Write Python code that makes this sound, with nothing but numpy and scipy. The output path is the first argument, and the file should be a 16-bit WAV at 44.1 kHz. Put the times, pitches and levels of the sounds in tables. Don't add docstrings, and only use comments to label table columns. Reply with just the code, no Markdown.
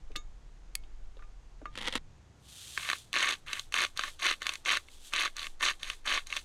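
import sys
import numpy as np
from scipy import signal
from scipy.fft import rfft, irfft
from scipy.io import wavfile
from scipy.ndimage import uniform_filter1d

SR = 44100
rng = np.random.default_rng(int(sys.argv[2]) if len(sys.argv) > 2 else 0)


def unload_audio(sound):
    columns = np.transpose(np.atleast_2d(sound))
    steps = np.round(np.clip(columns, -1, 1) * 32767)
    wavfile.write(sys.argv[1], SR, steps.astype(np.int16))


N = 284004
TIME = np.arange(N) / SR

# start in seconds, length in seconds, mid-turn level of the coarse grains in dB,
# the same for the fine grains in dB, seconds of light catching before the burrs bite.
FORWARD_TURNS = [(3.145, 0.19, -31.5, -38, .008), (3.75, 0.1, -30, -36.5, 0.024),
                 (4.224, 0.1, -30, -35.5, 0.03), (4.666, 0.1, -29.5, -37, 0.015),
                 (5.135, 0.13, -32, -37, 0.0087), (5.624, 0.082, -29.5, -33, 0.022),
                 (6.064, 0.12, -31, -38.5, .01)]
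BACK_TURNS = [(2.775, 0.18, -43.5, -63, .004), (3.474, 0.12, -42.5, -57.5, 0.0087),
              (3.972, 0.12, -43, -49, 0.011), (4.418, 0.13, -45, -54, 0.011),
              (5.367, 0.092, -44, -47.5, .003), (5.825, 0.11, -47.5, -49, 0.029),
              (6.3, 0.095, -46, -47, 0.035)]
# frequency in Hz, relative level in dB.
GRINDER_COLOUR = [(88, -107), (150, -32), (398, -10), (589, -16.5), (837, -17.5), (1120, -4.5),
                  (1240, -6.5), (1630, -3), (2450, -2.5), (3920, -4), (5150, -8), (6260, -10), (7320, -17),
                  (13200, -19), (16000, -41)]
# centre in Hz, width in Hz, height in dB.
GRINDER_HEAD = [(240, 20, 3), (587, 45, 7), (730, 760, 1), (1112, 150, 4), (3940, 970, 2.5),
                (5116, 700, -8), (6470, 190, 6), (12470, 3360, -10)]
COARSE_ARCH_DB = 4


def grinder():
    # time in seconds, peak in dB before the common cut below,
    # pitch in Hz, treble lift in dB.
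    big_crystals = [(2.776, -14, 1740, -13), (2.85, -23, 2390, -17), (2.889, -14.5, 2730, -15),
                    (2.9, -10, 1640, -5), (2.914, -16, 1950, -21), (2.931, -13, 1440, -12),
                    (3.13, -16.5, 2670, 15), (3.14, -13.5, 2030, -8), (3.156, -14.5, 2400, -9),
                    (3.163, -14.5, 1920, -22), (3.171, -14.5, 2500, -13), (3.227, -13, 2970, 5),
                    (3.282, -20, 2530, -9), (3.31, -16.5, 3770, 2), (3.531, -15.5, 3470, 9),
                    (3.595, -15.5, 3950, 20), (3.723, -24, 2400, 15), (3.741, -9, 2460, -1),
                    (3.837, -13, 1730, -6), (3.974, -17.5, 3940, 19), (3.993, -14, 1390, -7.5),
                    (4.036, -16, 1550, -8), (4.265, -13, 1650, -6), (4.338, -25, 2600, -1),
                    (4.419, -21, 1590, -4), (4.429, -23, 3850, 18), (4.467, -12, 2650, 7),
                    (4.492, -12.5, 3530, -2), (4.537, -21.5, 1900, 25), (4.555, -22.5, 2580, 17),
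                    (4.659, -17, 2480, -10), (4.692, -13.5, 2200, -5), (4.714, -11.5, 2200, -5),
                    (4.752, -23, 2290, 0), (4.771, -15, 2040, 2), (4.885, -37, 2404, -12),
                    (5.136, -12.5, 2370, 5), (5.257, -15, 1390, -9), (5.276, -23, 1599, -15),
                    (5.367, -21.5, 4200, 19), (5.393, -22, 4330, 8), (5.468, -23, 2550, 3),
                    (5.609, -20, 1500, -17), (5.627, -14, 1085, -5), (5.831, -18, 3850, 6),
                    (5.9, -15, 2830, 2), (6.175, -17, 1623, -14), (6.27, -27.5, 3600, 27),
                    (6.326, -17, 2550, -10), (6.366, -15.5, 3000, 6.5), (6.371, -20, 2700, 2)]
    forward = crushing(FORWARD_TURNS, per_s=2600, spread_db=5.5, catch_db=-14.5)
    forward += small_cracks(FORWARD_TURNS, over_db=8)
    back = crushing(BACK_TURNS, per_s=5000, spread_db=5.5, catch_db=-8.5)
    back += small_cracks(BACK_TURNS, over_db=15)
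    cracks = sum(crack(*row) for row in big_crystals)
    return scattered(forward + back + from_db(-2.5) * cracks, t60=0.021, wet_db=-13)


def crushing(turns, per_s, spread_db, catch_db):
    split_hz, fine_arch_db = 3000, 4.5
    breaks = crackle(GRINDER_COLOUR, GRINDER_HEAD, per_s, spread_db, lift_db=12.5)
    low_pass = signal.butter(3, split_hz, "low", fs=SR, output="sos")
    high_pass = signal.butter(3, split_hz, "high", fs=SR, output="sos")
    coarse = rms_one(signal.sosfilt(low_pass, breaks))
    fine = rms_one(signal.sosfilt(high_pass, breaks))
    crunch = coarse * uneven() * twisting(turns, COARSE_ARCH_DB, axis=2)
    fizz = fine * uneven() * twisting(turns, fine_arch_db, axis=3)
    catch = sum(from_db(db + catch_db) * stroke(s - lead, lead, 0, 3300, 2300) for s, _, db, _, lead in turns)
    return crunch + fizz + breaks * catch


def small_cracks(turns, over_db, pitch_hz=2300, treble_db=-6):
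    cracks_per_s, spread_db = 30, 2.5
    out = np.zeros(N)
    for start, length, coarse_db, *_ in turns:
        places = rng.random(16)
        chances = rng.standard_normal((16, 3)).clip(-1.5, 1.5)
        for k, (place, (loud, high, hard)) in enumerate(zip(places, chances)):
            delay = (k + place) / cracks_per_s
            if delay < length:
                peak_db = coarse_db + over_db + spread_db * loud
                out += crack(start + delay, peak_db, pitch_hz * 2 ** (.5 * high), treble_db + 5 * hard)
    return out


def crack(s, db, hz, treble_db):
    hardness = (12100, 18000, treble_db)
    response = tinted(GRINDER_COLOUR, [*GRINDER_HEAD, hardness], hz, lift_db=7)
    return fracture(s, db, response, run_s=.0009, click_db=-0.5)


def twisting(turns, arch_db, axis):
    rise_db_per_s, fall_db_per_s = 1400, 730
    return sum(from_db(row[axis]) * stroke(row[0], row[1], arch_db, rise_db_per_s, fall_db_per_s) for row in turns)


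def uneven():
    depth_db, centre_hz = 1.68, 34.4
    wander = rms_one(band(rng.standard_normal(N), centre_hz / 2, centre_hz * 2))
    return from_db(depth_db * np.clip(wander, -2, 2))


def loose_salt(settle_s=0.037):
    # start in seconds, length in seconds, mid-slide level in dB.
    slides = [(2.488, 0.48, -48), (4.89, 0.096, -59.5), (5.035, 0.068, -51.5)]
    # frequency in Hz, relative level in dB.
    slide_colour = [(710, -36), (1200, -14.5), (1810, -12), (2090, -14), (2300, -11.5), (3470, 0.5),
                    (5300, -9), (6030, -6), (8630, -6), (13900, -19.5), (16000, -32.5)]
    stirred = from_db(-21.5) * twisting(FORWARD_TURNS, COARSE_ARCH_DB, axis=2)
    stirred += from_db(-7) * twisting(BACK_TURNS, COARSE_ARCH_DB, axis=2)
    keep = np.exp(-1 / (settle_s * SR))
    trickle = signal.lfilter([1 - keep], [1, -keep], stirred)
    sliding = sum(from_db(db) * stroke(s, length, arch_db=7.5, rise_db_per_s=220, fall_db_per_s=126)
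                  for s, length, db in slides)
    hiss = rms_one(through(grains(per_s=9000, spread_db=7), body(slide_colour)))
    return (sliding + trickle) * hiss


def bean_clicks():
    # time in seconds, peak in dB, starting level of the pot's answer in dB.
    clicks = [(0.16, -35, -70), (0.7528, -14, -54.5)]
    # frequency in Hz, relative level in dB.
    click_colour = [(300, -26), (1000, -14), (1500, -12), (2150, 0), (3400, -3), (4550, -2), (5000, -11),
                    (6300, -6), (8300, -8), (11000, -5), (16000, -20)]
    out = np.zeros(N)
    for s, db, ring_db in clicks:
        out += fracture(s, db, body(click_colour), run_s=.0009, click_db=-1)
        answer = from_db(ring_db - 60 * TIME / 0.19) * np.sin(2 * np.pi * 2196 * TIME)
        add(out, s, answer)
    return scattered(out, t60=.09, wet_db=-24)


def bean_drops(thud_t60=0.022, thump_t60=0.1, ring_db=-11, size=13000):
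    # time in seconds, peak of the thud in dB, centre of the contact's sound in Hz.
    drops = [(0.104, -47, 348), (0.1166, -50, 2840), (0.156, -30.5, 1670), (0.160, -25, 3600),
             (0.165, -32.5, 6260), (0.836, -49.5, 2960), (1.169, -47.5, 450), (1.169, -55, 3360),
             (1.193, -46.5, 1170), (1.223, -44.5, 1280), (1.237, -56, 2500), (1.616, -42.5, 467),
             (1.624, -44.5, 280), (1.656, -30.5, 1270)]
    # frequency in Hz, relative level in dB, t60 in seconds.
    pot_modes = [(240, -6, .11), (297, -6, .11), (450, -4, .13), (555, -6, .11), (1210, 2, .14),
                 (1701, -10, .13), (2196, -10, .14), (2686, -3, .08), (3693, -4, .13), (5523, -17, .09),
                 (6395, -7, .11), (6831, -12, .15)]
    thump_hz, thump_db = 340, -21.5
    out, t = np.zeros(N), np.arange(size) / SR
    for s, db, hz in drops:
        contact = rng.standard_normal(size) * from_db(-60 * t / thud_t60)
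        thud = band(contact, hz / 1.2, hz * 1.2) + from_db(-13) * band(contact, hz / 3, hz * 1.8)
        floor_push = rng.standard_normal(size) * from_db(-60 * t / thump_t60)
        thump = band(floor_push, thump_hz / 1.4, thump_hz * 1.26)
        ring = np.zeros(size)
        for mode_hz, mode_db, t60 in pot_modes:
            nearness = 1 / (1 + 2 * np.log2(mode_hz / hz) ** 2)
            ring += nearness * from_db(mode_db - 60 * t / t60) * np.sin(2 * np.pi * mode_hz * t)
        landing = thud / np.abs(thud).max()
        landing += from_db(thump_db) * thump / np.abs(thump).max()
        landing += from_db(ring_db) * ring
        add(out, s, from_db(db) * landing)
    return scattered(out, t60=0.075, wet_db=-13.5)


def bag():
    # start in seconds, length in seconds, level in dB reached at the end.
    grabs = [(1.778, .11, -36.5), (1.921, 0.052, -42)]
    # time in seconds, peak in dB.
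    creases = [(1.754, -31), (1.775, -23.5), (1.785, -29), (1.813, -29.5), (1.874, -19.5), (1.881, -18.5),
               (1.925, -23.5), (1.936, -28), (1.9533, -16.5), (1.961, -22), (1.975, -28.5)]
    # frequency in Hz, relative level in dB.
    bag_colour = [(110, -38), (180, -8), (225, -2), (404, -8.5), (515, -0.5), (645, -12.5), (839, -2),
                  (1620, -4), (1990, 3.5), (2400, -5), (3300, 1.5), (5090, -13), (9460, -22), (16000, -48)]
    swell_db_per_s = 99
    grip = np.zeros(N)
    for s, length, db in grabs:
        time_left = np.clip(s + length - TIME, 0, length)
        grab = stroke(s, length, arch_db=0, rise_db_per_s=398, fall_db_per_s=1500)
        grip += from_db(db - swell_db_per_s * time_left) * grab
    rustle = crackle(bag_colour, [], per_s=5000, spread_db=11.5, lift_db=5.5) * grip
    crease = tinted(bag_colour, [], hz=11200, lift_db=4.5)
    return rustle + sum(fracture(s, db, crease, run_s=0.0016, click_db=-6.5) for s, db in creases)


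def air():
    # frequency in Hz, relative level in dB.
    air_colour = [(35, -44), (60, -1.5), (79, -12), (124, -28), (301, -22.5), (607, -27), (785, -26),
                  (1200, -29.5), (5460, -39.5), (6580, -37), (12400, -58), (16000, -104)]
    # time in seconds, level in dB.
    hum_levels = [(0, -62.5), (1.35, -69.5), (1.9, -59), (3.2, -64.5), (4.3, -68.5), (5.1, -75.5),
                  (6.44, -72)]
    # time in seconds, level in dB.
    breeze = [(0, -50), (1.9, -60.5), (2.1, -77), (3.0, -68), (3.5, -51.5), (4.8, -53.5), (5.9, -45),
              (6.44, -51)]
    # time of the peak in seconds, peak level in dB.
    gusts = [(0.03, -36.5), (1.05, -36.5), (1.87, -42)]
    gust_db_per_s = 79
    drone_hz, drone_db, drone_end_s = 37.8, -50.5, 1.8
    hush = from_db(-62.5) * rms_one(through(rng.standard_normal(N), body(air_colour)))
    hum = gain_curve(hum_levels) * rms_one(band(rng.standard_normal(N), 63.0, 147.5))
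    wind = gain_curve(breeze) + sum(from_db(db - gust_db_per_s * np.abs(TIME - s)) for s, db in gusts)
    buffet = wind * rms_one(band(band(rng.standard_normal(N), 10, 22), 10, 30))
    narrow_noise = band(rng.standard_normal(N), drone_hz - 3, drone_hz + 3)
    drone = evened(narrow_noise, span_s=.12) * gain_curve([(0, drone_db), (drone_end_s, drone_db)])
    return hush + hum + buffet + drone


def fracture(s, db, response, run_s, click_db, size=2048):
    age, chance = np.arange(size) / SR / run_s, rng.standard_normal(size)
    force = chance * np.abs(chance) * age * np.exp(-age)
    force /= np.linalg.norm(force)
    force[int(run_s * SR / 2)] += from_db(click_db)
    out, sound = np.zeros(N), through(force, response)
    add(out, s, from_db(db) * sound / np.abs(sound).max())
    return out


def crackle(colour, resonances, per_s, spread_db, lift_db, count=7):
    breaks = np.zeros(N)
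    for hz in np.geomspace(900, 11000, count):
        pitched = tinted([(1, 0)], [], hz, lift_db)
        breaks += through(grains(per_s / count, spread_db), pitched) * np.sqrt(hz)
    return evened(through(breaks, body(colour, resonances)), span_s=0.019)


def grains(per_s, spread_db):
    sizes = from_db(spread_db * np.clip(rng.standard_normal(N), -2, 2)) * rng.choice([-1, 1], N)
    return sizes * (rng.random(N) < per_s / SR)


def stroke(start, length, arch_db, rise_db_per_s, fall_db_per_s):
    along = np.clip((TIME - start) / length, 0, 1)
    before, after = np.maximum(start - TIME, 0), np.maximum(TIME - start - length, 0)
    outside = rise_db_per_s * before + fall_db_per_s * after
    return from_db(-np.minimum(arch_db * (2 * along - 1) ** 2 + outside, 200))


def tinted(colour, resonances, hz, lift_db):
    return body(colour, [*resonances, (hz, 0.59 * hz, lift_db)])


def body(colour, resonances=(), size=4096):
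    hz = np.fft.rfftfreq(size, 1 / SR) + 1
    points_hz, points_db = np.transpose(colour)
    db = np.interp(np.log(hz), np.log(points_hz), points_db)
    for centre, width, height in resonances:
        db = db + height / (1 + (2 * (hz - centre) / width) ** 4)
    cepstrum = irfft(np.log(from_db(db)))
    cepstrum[1:size // 2] *= 2
    cepstrum[size // 2 + 1:] = 0
    response = irfft(np.exp(rfft(cepstrum)))
    return response / np.linalg.norm(response)


def scattered(x, t60, wet_db, size=8192):
    t = np.arange(size) / SR
    tail = band(rng.standard_normal(size), 165, 12600) * from_db(-60 * t / t60) * (t > .002)
    return x + from_db(wet_db) * through(x, tail / np.linalg.norm(tail))


def through(x, response):
    return signal.fftconvolve(x, response)[:len(x)]


def band(x, low_hz, high_hz):
    edges = [max(low_hz, 10), min(high_hz, .45 * SR)]
    return signal.sosfilt(signal.butter(2, edges, "band", fs=SR, output="sos"), x)


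def evened(x, span_s):
    power = np.maximum(uniform_filter1d(x ** 2, max(2, int(span_s * SR))), 0)
    return x / np.sqrt(power + 1e-3 * np.mean(x ** 2))


def gain_curve(rows):
    db = np.interp(TIME, *np.transpose(rows), left=-200, right=-200)
    return uniform_filter1d(from_db(db), size=130)


def from_db(db):
    return 10 ** (np.asarray(db) / 20)


def rms_one(x):
    return x / np.sqrt(np.mean(x ** 2) + 1e-20)


def add(out, s, sound):
    i = max(0, int(s * SR))
    out[i:i + len(sound)] += sound[:N - i]


def scene():
    return (bean_clicks() + bean_drops() + bag() + grinder() + loose_salt() + air())[None]


def record(dry):
    return signal.sosfilt(signal.ellip(10, .1, 80, 16000, fs=SR, output="sos"), dry)


dry = scene()
out = record(dry)
unload_audio(out)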